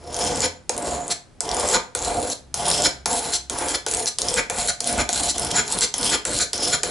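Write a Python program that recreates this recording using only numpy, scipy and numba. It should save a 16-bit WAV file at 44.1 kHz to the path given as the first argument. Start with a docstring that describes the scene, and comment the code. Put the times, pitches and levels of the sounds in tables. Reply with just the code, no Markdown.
"""A steel kitchen knife drawn over a round whetstone on a cloth-covered table, push and pull in turn.
The edge lands with a tick, grit rasps it and rings the blade, large grains snap, the table rumbles
under the stone, and the tip flicks off the rim. A small tiled kitchen answers, over quiet room air
and a low hum from outside."""
import sys
import numpy as np
from scipy import signal
from scipy.fft import rfft, irfft, next_fast_len
from scipy.io import wavfile
from scipy.ndimage import uniform_filter1d
from numba import njit

SR = 44100
rng = np.random.default_rng(int(sys.argv[2]) if len(sys.argv) > 2 else 0)


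def transcribe(signal):
    """Save signal, clipped to [-1, 1], as a 16-bit WAV file at the path in sys.argv[1]."""
    frames = np.atleast_2d(signal).T
    limited = np.clip(frames, -1, 1)
    pcm = np.round(limited * 32767).astype(np.int16)
    wavfile.write(sys.argv[1], SR, pcm)


N = 304290

# table resonances: pitch_hz, width_hz, level_db
TABLE_MODES = [(54.4, 28, -6.5), (111.7, 30, -7), (209, 84, -3.5), (288.3, 43, -4), (413.3, 88, -1.5),
               (491, 35.4, -0.5), (558.6, 86, -3.5), (711.4, 32, 1), (900, 170, -1)]
# whetstone resonances: pitch_hz, width_hz, level_db
STONE_MODES = [(1218, 41, 1.5), (1487, 160, 8.5), (1722, 61, 3.5), (1945, 180, 5.5), (2420, 310, 5.5)]


def undb(db):
    """Decibels to gain."""
    return 10 ** (np.asarray(db) / 20)


def unit(x):
    """Scale to rms 1."""
    return x / np.sqrt(np.mean(x ** 2))


def walk(rate_hz):
    """Random steps, smoothed twice; spread near 1."""
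    hold = int(SR / rate_hz)
    steps = np.repeat(rng.standard_normal(N // hold + 1), hold)
    return 1.88 * uniform_filter1d(uniform_filter1d(steps, hold), hold)[:N]


def colour(x, spectrum):
    """Filter by (freq_hz, gain_db) points."""
    hz, db = np.transpose(spectrum)
    size = next_fast_len(N)
    bins_hz = np.arange(size // 2 + 1) * SR / size + 1
    gain = undb(np.interp(np.log(bins_hz), np.log(hz), db))
    return irfft(rfft(x, size) * gain, size)[..., :N]


@njit
def svf(x, hz, width_hz):
    """State-variable band-pass, centre gain 1; hz holds one value or one per sample."""
    y = np.empty(len(x))
    band, low, g, damping = 0., 0., 0., 0.
    for i in range(len(x)):
        if i < len(hz):
            g, damping = np.tan(np.pi * hz[i] / SR), width_hz / hz[i]
        v = (band + g * (x[i] + 1e-18 - low)) / (1 + g * (g + damping))
        band, low = 2 * v - band, low + 2 * g * v
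        y[i] = damping * v
    return y


def mode(x, hz, width_hz):
    """One resonance; keeps the level of a white drive."""
    return svf(x, np.atleast_1d(1. * hz), 1. * width_hz) * np.sqrt(SR / np.pi / width_hz)


def ring(x, modes, wander_db=0.):
    """Power-normalised resonances; a moving contact feeds each unevenly."""
    total = np.sqrt(sum(undb(2 * db) for _, _, db in modes))
    feed = undb(wander_db * walk(5))
    return sum((-1) ** k * undb(db) * mode(x * np.roll(feed, 20011 * k), hz, width_hz)
               for k, (hz, width_hz, db) in enumerate(modes)) / total


def hand():
    """The hand leans in and eases. Per sample: rasp gain, rumble gain, face (0 push, 1 pull), pitch."""
    # strokes, push first: start_s, rasp_db, rumble_db, soft_start_db
    strokes = [(0.0, -29, -28, 26), (0.7, -35.5, -30, 7.5), (1.413, -27.5, -26, 15), (1.954, -29.5, -27, 8),
               (2.548, -26, -24.5, 14), (3.063, -29, -30, 1), (3.501, -28, -28, 10.5), (3.871, -26, -30, 5),
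               (4.188, -28.5, -30.5, 7.5), (4.505, -26.5, -28.5, 4.5), (4.81, -24.5, -26, 15.5),
               (5.096, -24.5, -29, 9), (5.343, -29, -29, 6.5), (5.65, -28, -32, 13),
               (5.945, -26, -28, 13.5), (6.258, -24.5, -29.5, 0.5), (6.537, -28, -30.5, 5),
               (6.837, -27, -31.5, 3)]
    # pitch of the free blade beyond the contact, push then pull: stroke_share, pitch_hz
    overhang = [
        [(0, 9600), (.45, 9520), (.95, 6900)],
        [(0, 5940), (.3, 8220), (.95, 10000)],
    ]
    rasp_full_share, rasp_end_db = (0.44, 0.36), (-1.5, -5.5)  # push, pull
    rumble_full_share, rumble_end_db = (0.45, 0.54), (-1, -7.5)
    t = np.arange(N) / SR
    rasp, rumble, faces, overhang_hz = np.zeros((4, N))
    _, lifts_s = rim_flicks()
    lifts_s.append(N / SR + 0.13)
    for k, ((start_s, rasp_db, rumble_db, soft_db), lift_s) in enumerate(zip(strokes, lifts_s)):
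        face, since = k % 2, t >= start_s
        on = since & (t < lift_s)
        share = (t - start_s) / (lift_s - start_s)
        lean_db = np.interp(share[on], [0, rasp_full_share[face], 1], [-soft_db, 0, rasp_end_db[face]])
        swell_db = np.interp(share[on], [0, rumble_full_share[face], 1],
                             [-0.7 * soft_db, 0, rumble_end_db[face]])
        rasp[on] = undb(rasp_db + lean_db)
        rumble[on] = undb(rumble_db + swell_db)
        faces[since] = face
        overhang_hz[since] = np.interp(share[since], *np.transpose(overhang[face]))
    return uniform_filter1d(rasp, 128), uniform_filter1d(rumble, 512), faces.astype(int), overhang_hz


def grit(rate_hz, spread_db, hiss_db, patchy_db):
    """Grains crushed at random over finer hiss; the bite of the edge comes and goes."""
    crushed = rng.random(N) < rate_hz / SR
    size = undb(spread_db * np.minimum(rng.exponential(size=N), 3))
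    grains = crushed * size * np.clip(rng.standard_normal(N), -1.5, 1.5)
    hiss = undb(hiss_db) * rng.standard_normal(N)
    bite = undb(patchy_db * np.clip(walk(40) + walk(160), -4, 2.2))
    return unit(bite * (unit(grains) + hiss))


def edge_rasp(grains):
    """Grit rasps the steel edge: bright noise, rms 1."""
    # rasp spectrum: freq_hz, density_db
    spectrum = [(1180, -67), (2000, -22), (2600, -0.5), (3300, 0.5), (4110, 4), (5130, 3.5), (5710, 4.5),
                (10000, -4.5), (11000, 6), (14300, -24), (22000, -120)]
    return unit(colour(grains, spectrum))


def blade_ring(rasp, fine, flick, rim_grit, face):
    """Grit and rim ring the blade; the face in contact sets each mode's share."""
    # blade modes: pitch_hz, width_hz, push_db, pull_db, push_flick_db, pull_flick_db
    blade_modes = [(3280, 380, -2.5, -18, -7, -34), (4186, 360, -10, -5.5, 1, 3),
                   (5250, 410, 2, -12, 2, -3), (6070, 170, -6, -39.5, -48, -2), (6970, 180, -1, -1, 2, -10),
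                   (7570, 310, -2, 1, -7, 1.5), (9460, 390, -33, -38, -32, -3),
                   (10230, 530, 1.5, 0, -1, -5)]
    contact = undb(2.42 * walk(6))  # the moving contact feeds modes unevenly
    out = np.zeros(N)
    for k, (hz, width_hz, *feeds_db) in enumerate(blade_modes):
        gain = undb(feeds_db) * undb(-7.5)
        grains = 0.55 * fine + 0.54 * np.roll(fine, 4001 * (1 + k))  # the edge's plus its own
        stroke_drive = rasp * gain[face] * grains * np.roll(contact, 30011 * k)
        flick_drive = flick * gain[2 + face] * np.roll(rim_grit, 4001 * k)
        out += mode(stroke_drive + flick_drive, hz, width_hz)
    return out


def sharpening():
    """Fine grit drives edge and blade, large grains the overhang, coarse grit tip, table and stone."""
    rasp, rumble, face, overhang_hz = hand()
    (steel_flick, stone_flick, tip_flick), _ = rim_flicks()
    fine = grit(rate_hz=4500, spread_db=6, hiss_db=-0.5, patchy_db=3)
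    large = grit(rate_hz=400, spread_db=9.5, hiss_db=-25.5, patchy_db=4.5)
    rim_grit = grit(rate_hz=6000, spread_db=3, hiss_db=1, patchy_db=0.94)
    coarse = grit(rate_hz=900, spread_db=2.5, hiss_db=-0.6, patchy_db=1)
    edge = undb(-5.5) * rasp * edge_rasp(fine + 0.58 * large)
    rim = undb(-12) * steel_flick * edge_rasp(rim_grit)
    overhang = undb(-4) * mode(rasp * (large + 0.4 * fine), overhang_hz, width_hz=700)
    blade = blade_ring(rasp, fine, steel_flick, rim_grit, face)
    tip = mode(tip_flick * np.roll(coarse, 3001), hz=7050, width_hz=110)
    table_drive = (undb(1) * rumble + undb(-9) * stone_flick) * coarse
    stone_drive = (undb(-13) * rasp + undb(-1) * stone_flick) * np.roll(coarse, 7919)
    table = ring(table_drive, TABLE_MODES, wander_db=1.9)
    stone = ring(stone_drive, STONE_MODES, wander_db=1)
    return edge + rim + overhang + blade + tip + table + stone


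def kitchen(x, length_s=0.5, gap_s=0.0023):
    """Dense echoes off the tiles: mid and side noise tails dying band by band."""
    # room decay: freq_hz, t60_s
    decay = [(100, 0.21), (700, 0.35), (4000, 0.24), (10000, 0.13)]
    # left-right difference of the room: freq_hz, gain_db
    side_spectrum = [(50, -13), (300, -8), (1500, -1.5), (2500, -0.5), (4500, -6), (9000, -5)]
    t = np.arange(int(length_s * SR)) / SR
    bands_hz = 70 * 2 ** np.arange(0, 7.5, 0.5)
    freq_hz, t60_s = np.transpose(decay)
    bands_t60_s = np.interp(np.log(bands_hz), np.log(freq_hz), t60_s)
    tails = np.zeros((2, len(t)))
    for tail, noise in zip(tails, rng.standard_normal(tails.shape)):
        for hz, band_t60_s in zip(bands_hz, bands_t60_s):
            tail += svf(noise, np.array([hz]), hz / 3) * undb(-60 * t / band_t60_s) * (t > gap_s)
    tails /= np.sqrt(np.sum(tails[0] ** 2))
    mid, side = signal.fftconvolve(x[None], tails, axes=1)[:, :N]
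    return mid + colour(side, side_spectrum) * np.array([[1], [-1]])


def room_air(level_db=-51.5):
    """Steady, bass-heavy stereo noise."""
    # air spectrum: freq_hz, density_db
    spectrum = [(15, -30), (25, 7.5), (160, 0.5), (1030, -15), (2850, -23.5), (4990, -24.5), (11000, -29),
                (14300, -62), (22000, -120)]
    mid, side = colour(rng.standard_normal((2, N)), spectrum)
    return undb(level_db) * (mid + 0.52 * side * np.array([[1], [-1]])) / np.std(mid)


def outside_hum():
    """A low wavering tone from outside, with its octave."""
    # course of the hum: time_s, pitch_hz, level_db
    course = [(0, 77.3, -44.5), (.45, 84.8, -35.5), (.62, 87.4, -54), (2.3, 70.6, -68), (2.5, 67.1, -46),
              (3.0, 65.9, -44.5), (3.6, 66.5, -50), (4.002, 69.4, -72), (6.9, 66, -77)]
    time_s, pitch_hz, level_db = np.transpose(course)
    t = np.arange(N) / SR
    phase = 2 * np.pi * np.cumsum(np.interp(t, time_s, pitch_hz)) / SR
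    gain = undb(np.interp(t, time_s, level_db) + 0.5 * walk(4))
    return gain * (np.sin(phase) + undb(-9.5) * np.sin(2 * phase))


def cracks(events, decay_s, width_ratio, broadband):
    """Bright noise bursts: a sharp front, then crumbling."""
    out, t = np.zeros(N + 512), np.arange(512) / SR
    envelope = np.exp(-t / decay_s) + 1.22 * np.exp(-t / 0.00021)
    for start_s, level_db, hz in events:
        burst = rng.standard_normal(512) * envelope
        burst = svf(burst, np.array([float(hz)]), width_ratio * hz) + broadband * burst
        at = int(start_s * SR)
        out[at:at + 512] += undb(level_db) * burst / np.abs(burst).max()
    return colour(out[:N], [(1500, -63), (3000, 1.5), (11000, 3)])


def grain_snaps():
    """Single large grains snap under the edge."""
    # snaps: start_s, level_db, centre_hz
    snaps = [(0.1441, -12.5, 6070), (0.19, -10, 10100), (0.2404, -7, 7900), (0.372, -21, 6770),
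             (0.4194, -6, 6900), (0.7657, -19, 8720), (0.7786, -9.5, 9800), (1.0799, -13.5, 8000),
             (1.491, -7, 5240), (1.5144, -8.5, 4850), (1.5459, -9, 9630), (1.5678, -6, 7040),
             (1.5974, -9, 8600), (1.688, -3, 7240), (1.7118, -17, 6960), (2.0028, -23, 5810),
             (2.0482, -8.5, 7700), (2.3006, -11, 6900), (2.714, -4, 5000), (2.822, -16, 7040),
             (2.8397, -2, 7140), (3.1305, -7.5, 7660), (3.587, -11, 10040), (3.685, -5, 5220),
             (3.9704, -11.5, 7000), (4.0587, -6, 6150), (4.218, -3.5, 6270), (4.285, -5, 5300),
             (4.6748, -8, 7840), (4.8434, -9, 6440), (4.927, -9, 9780), (5.1294, -4, 7050),
             (5.3957, -8, 9800), (5.448, -6.5, 9740), (5.5147, -4.5, 5350), (5.7029, -19, 7540),
             (5.724, -6, 7650), (5.788, -3, 9620), (5.8087, -4, 7340), (5.9813, -6.5, 10000),
             (6.03, -3, 5150), (6.3884, -5, 6900), (6.5784, -6.5, 6100), (6.6837, -6, 10300)]
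    return cracks(snaps, decay_s=0.0016, width_ratio=0.2, broadband=0.3)


def rim_flicks():
    """The tip scrapes off the rim, ending a stroke. Returns steel, stone and tip gains, and lift times."""
    # flicks: middle_s, half_length_s, steel_db, stone_db, tip_db
    flicks = [(0.443, 0.021, -20.5, -29, -30), (1.116, 0.014, -19.5, -36.5, -41.5),
              (1.752, 0.019, -21, -24.5, -33), (2.323, 0.011, -26, -51, -40),
              (2.859, 0.015, -16.5, -23.5, -34), (3.347, 0.019, -17.5, -39.5, -33),
              (3.751, 0.0092, -18.5, -28.5, -34), (4.079, 0.012, -18, -33.5, -36),
              (4.386, 0.017, -21, -22, -42), (4.694, 0.013, -16.5, -29, -24), (5.003, 0.02, -25, -20, -26),
              (5.298, 0.017, -19, -43, -30), (5.578, 0.032, -21.5, -25, -20),
              (5.833, 0.019, -16, -27.5, -30), (6.136, 0.023, -21.5, -23.5, -37),
              (6.419, 0.021, -19.5, -28.5, -24.5), (6.74, 0.016, -19, -23, -21.5)]
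    t = np.arange(N) / SR
    gains, lifts_s = np.zeros((3, N)), []
    for middle_s, half_s, *levels_db in flicks:
        near = slice(int((middle_s - 2 * half_s) * SR), int((middle_s + 2 * half_s) * SR))
        pulse = np.exp(-np.abs((t[near] - middle_s) / half_s) ** 3)
        gains[:, near] = undb(levels_db)[:, None] * pulse
        lifts_s.append(middle_s + half_s)
    return gains, lifts_s


def edge_landings(tick_hz=6300, knock_decay_s=0.0037):
    """The edge lands with a tick and knocks stone and table."""
    # landings, pull first: start_s, level_db
    landings = [(0.6941, -3.5), (1.4058, -4.5), (1.95, -5), (2.542, -4), (3.058, -3.5), (3.4979, -5),
                (3.8643, -5), (4.1857, -2.5), (4.4988, -4), (4.8044, -5), (5.091, -3), (5.382, -4),
                (5.6785, -14), (5.9404, -4), (6.2521, -2.5), (6.5321, -2), (6.833, -3.5)]
    knock_db = (-17.5, -25)  # the pull lands flat, the push lightly
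    blows, t = np.zeros(N + 512), np.arange(512) / SR
    for k, (start_s, level_db) in enumerate(landings):
        blow = rng.standard_normal(512) * np.exp(-t / knock_decay_s)
        at = int(start_s * SR)
        blows[at:at + 512] += undb(level_db + knock_db[k % 2]) * blow
    knocks = undb(4) * ring(blows[:N], TABLE_MODES[4:]) + undb(-1) * ring(blows[:N], STONE_MODES)
    ticks = [(start_s, level_db, tick_hz) for start_s, level_db in landings]
    return knocks + cracks(ticks, decay_s=0.0024, width_ratio=0.6, broadband=0.4)


def scene():
    """Close knife, kitchen echoes, air and hum; stereo."""
    knife = sharpening() + edge_landings() + grain_snaps()
    pan = undb([[0.2], [-0.2]])
    return pan * knife + undb(-9) * kitchen(knife) + room_air() + outside_hum()


def record(dry, threshold_db=-25.5, ratio=1.07, window_s=0.016, top_hz=11050):
    """Bass cut, gentle compression, soft clipping, treble cut."""
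    x = signal.sosfilt(signal.butter(2, 35, "high", fs=SR, output="sos"), dry)
    pole = np.exp(-1 / (window_s * SR))
    power = signal.lfilter([1 - pole], [1, -pole], np.mean(x ** 2, axis=0))
    x *= np.maximum(power / undb(2 * threshold_db), 1) ** ((1 / ratio - 1) / 2)
    x = np.tanh(1.3 * x) / 1.3
    return signal.sosfilt(signal.ellip(10, 0.3, 75, top_hz, fs=SR, output="sos"), x)


dry = scene()
out = record(dry)
transcribe(out)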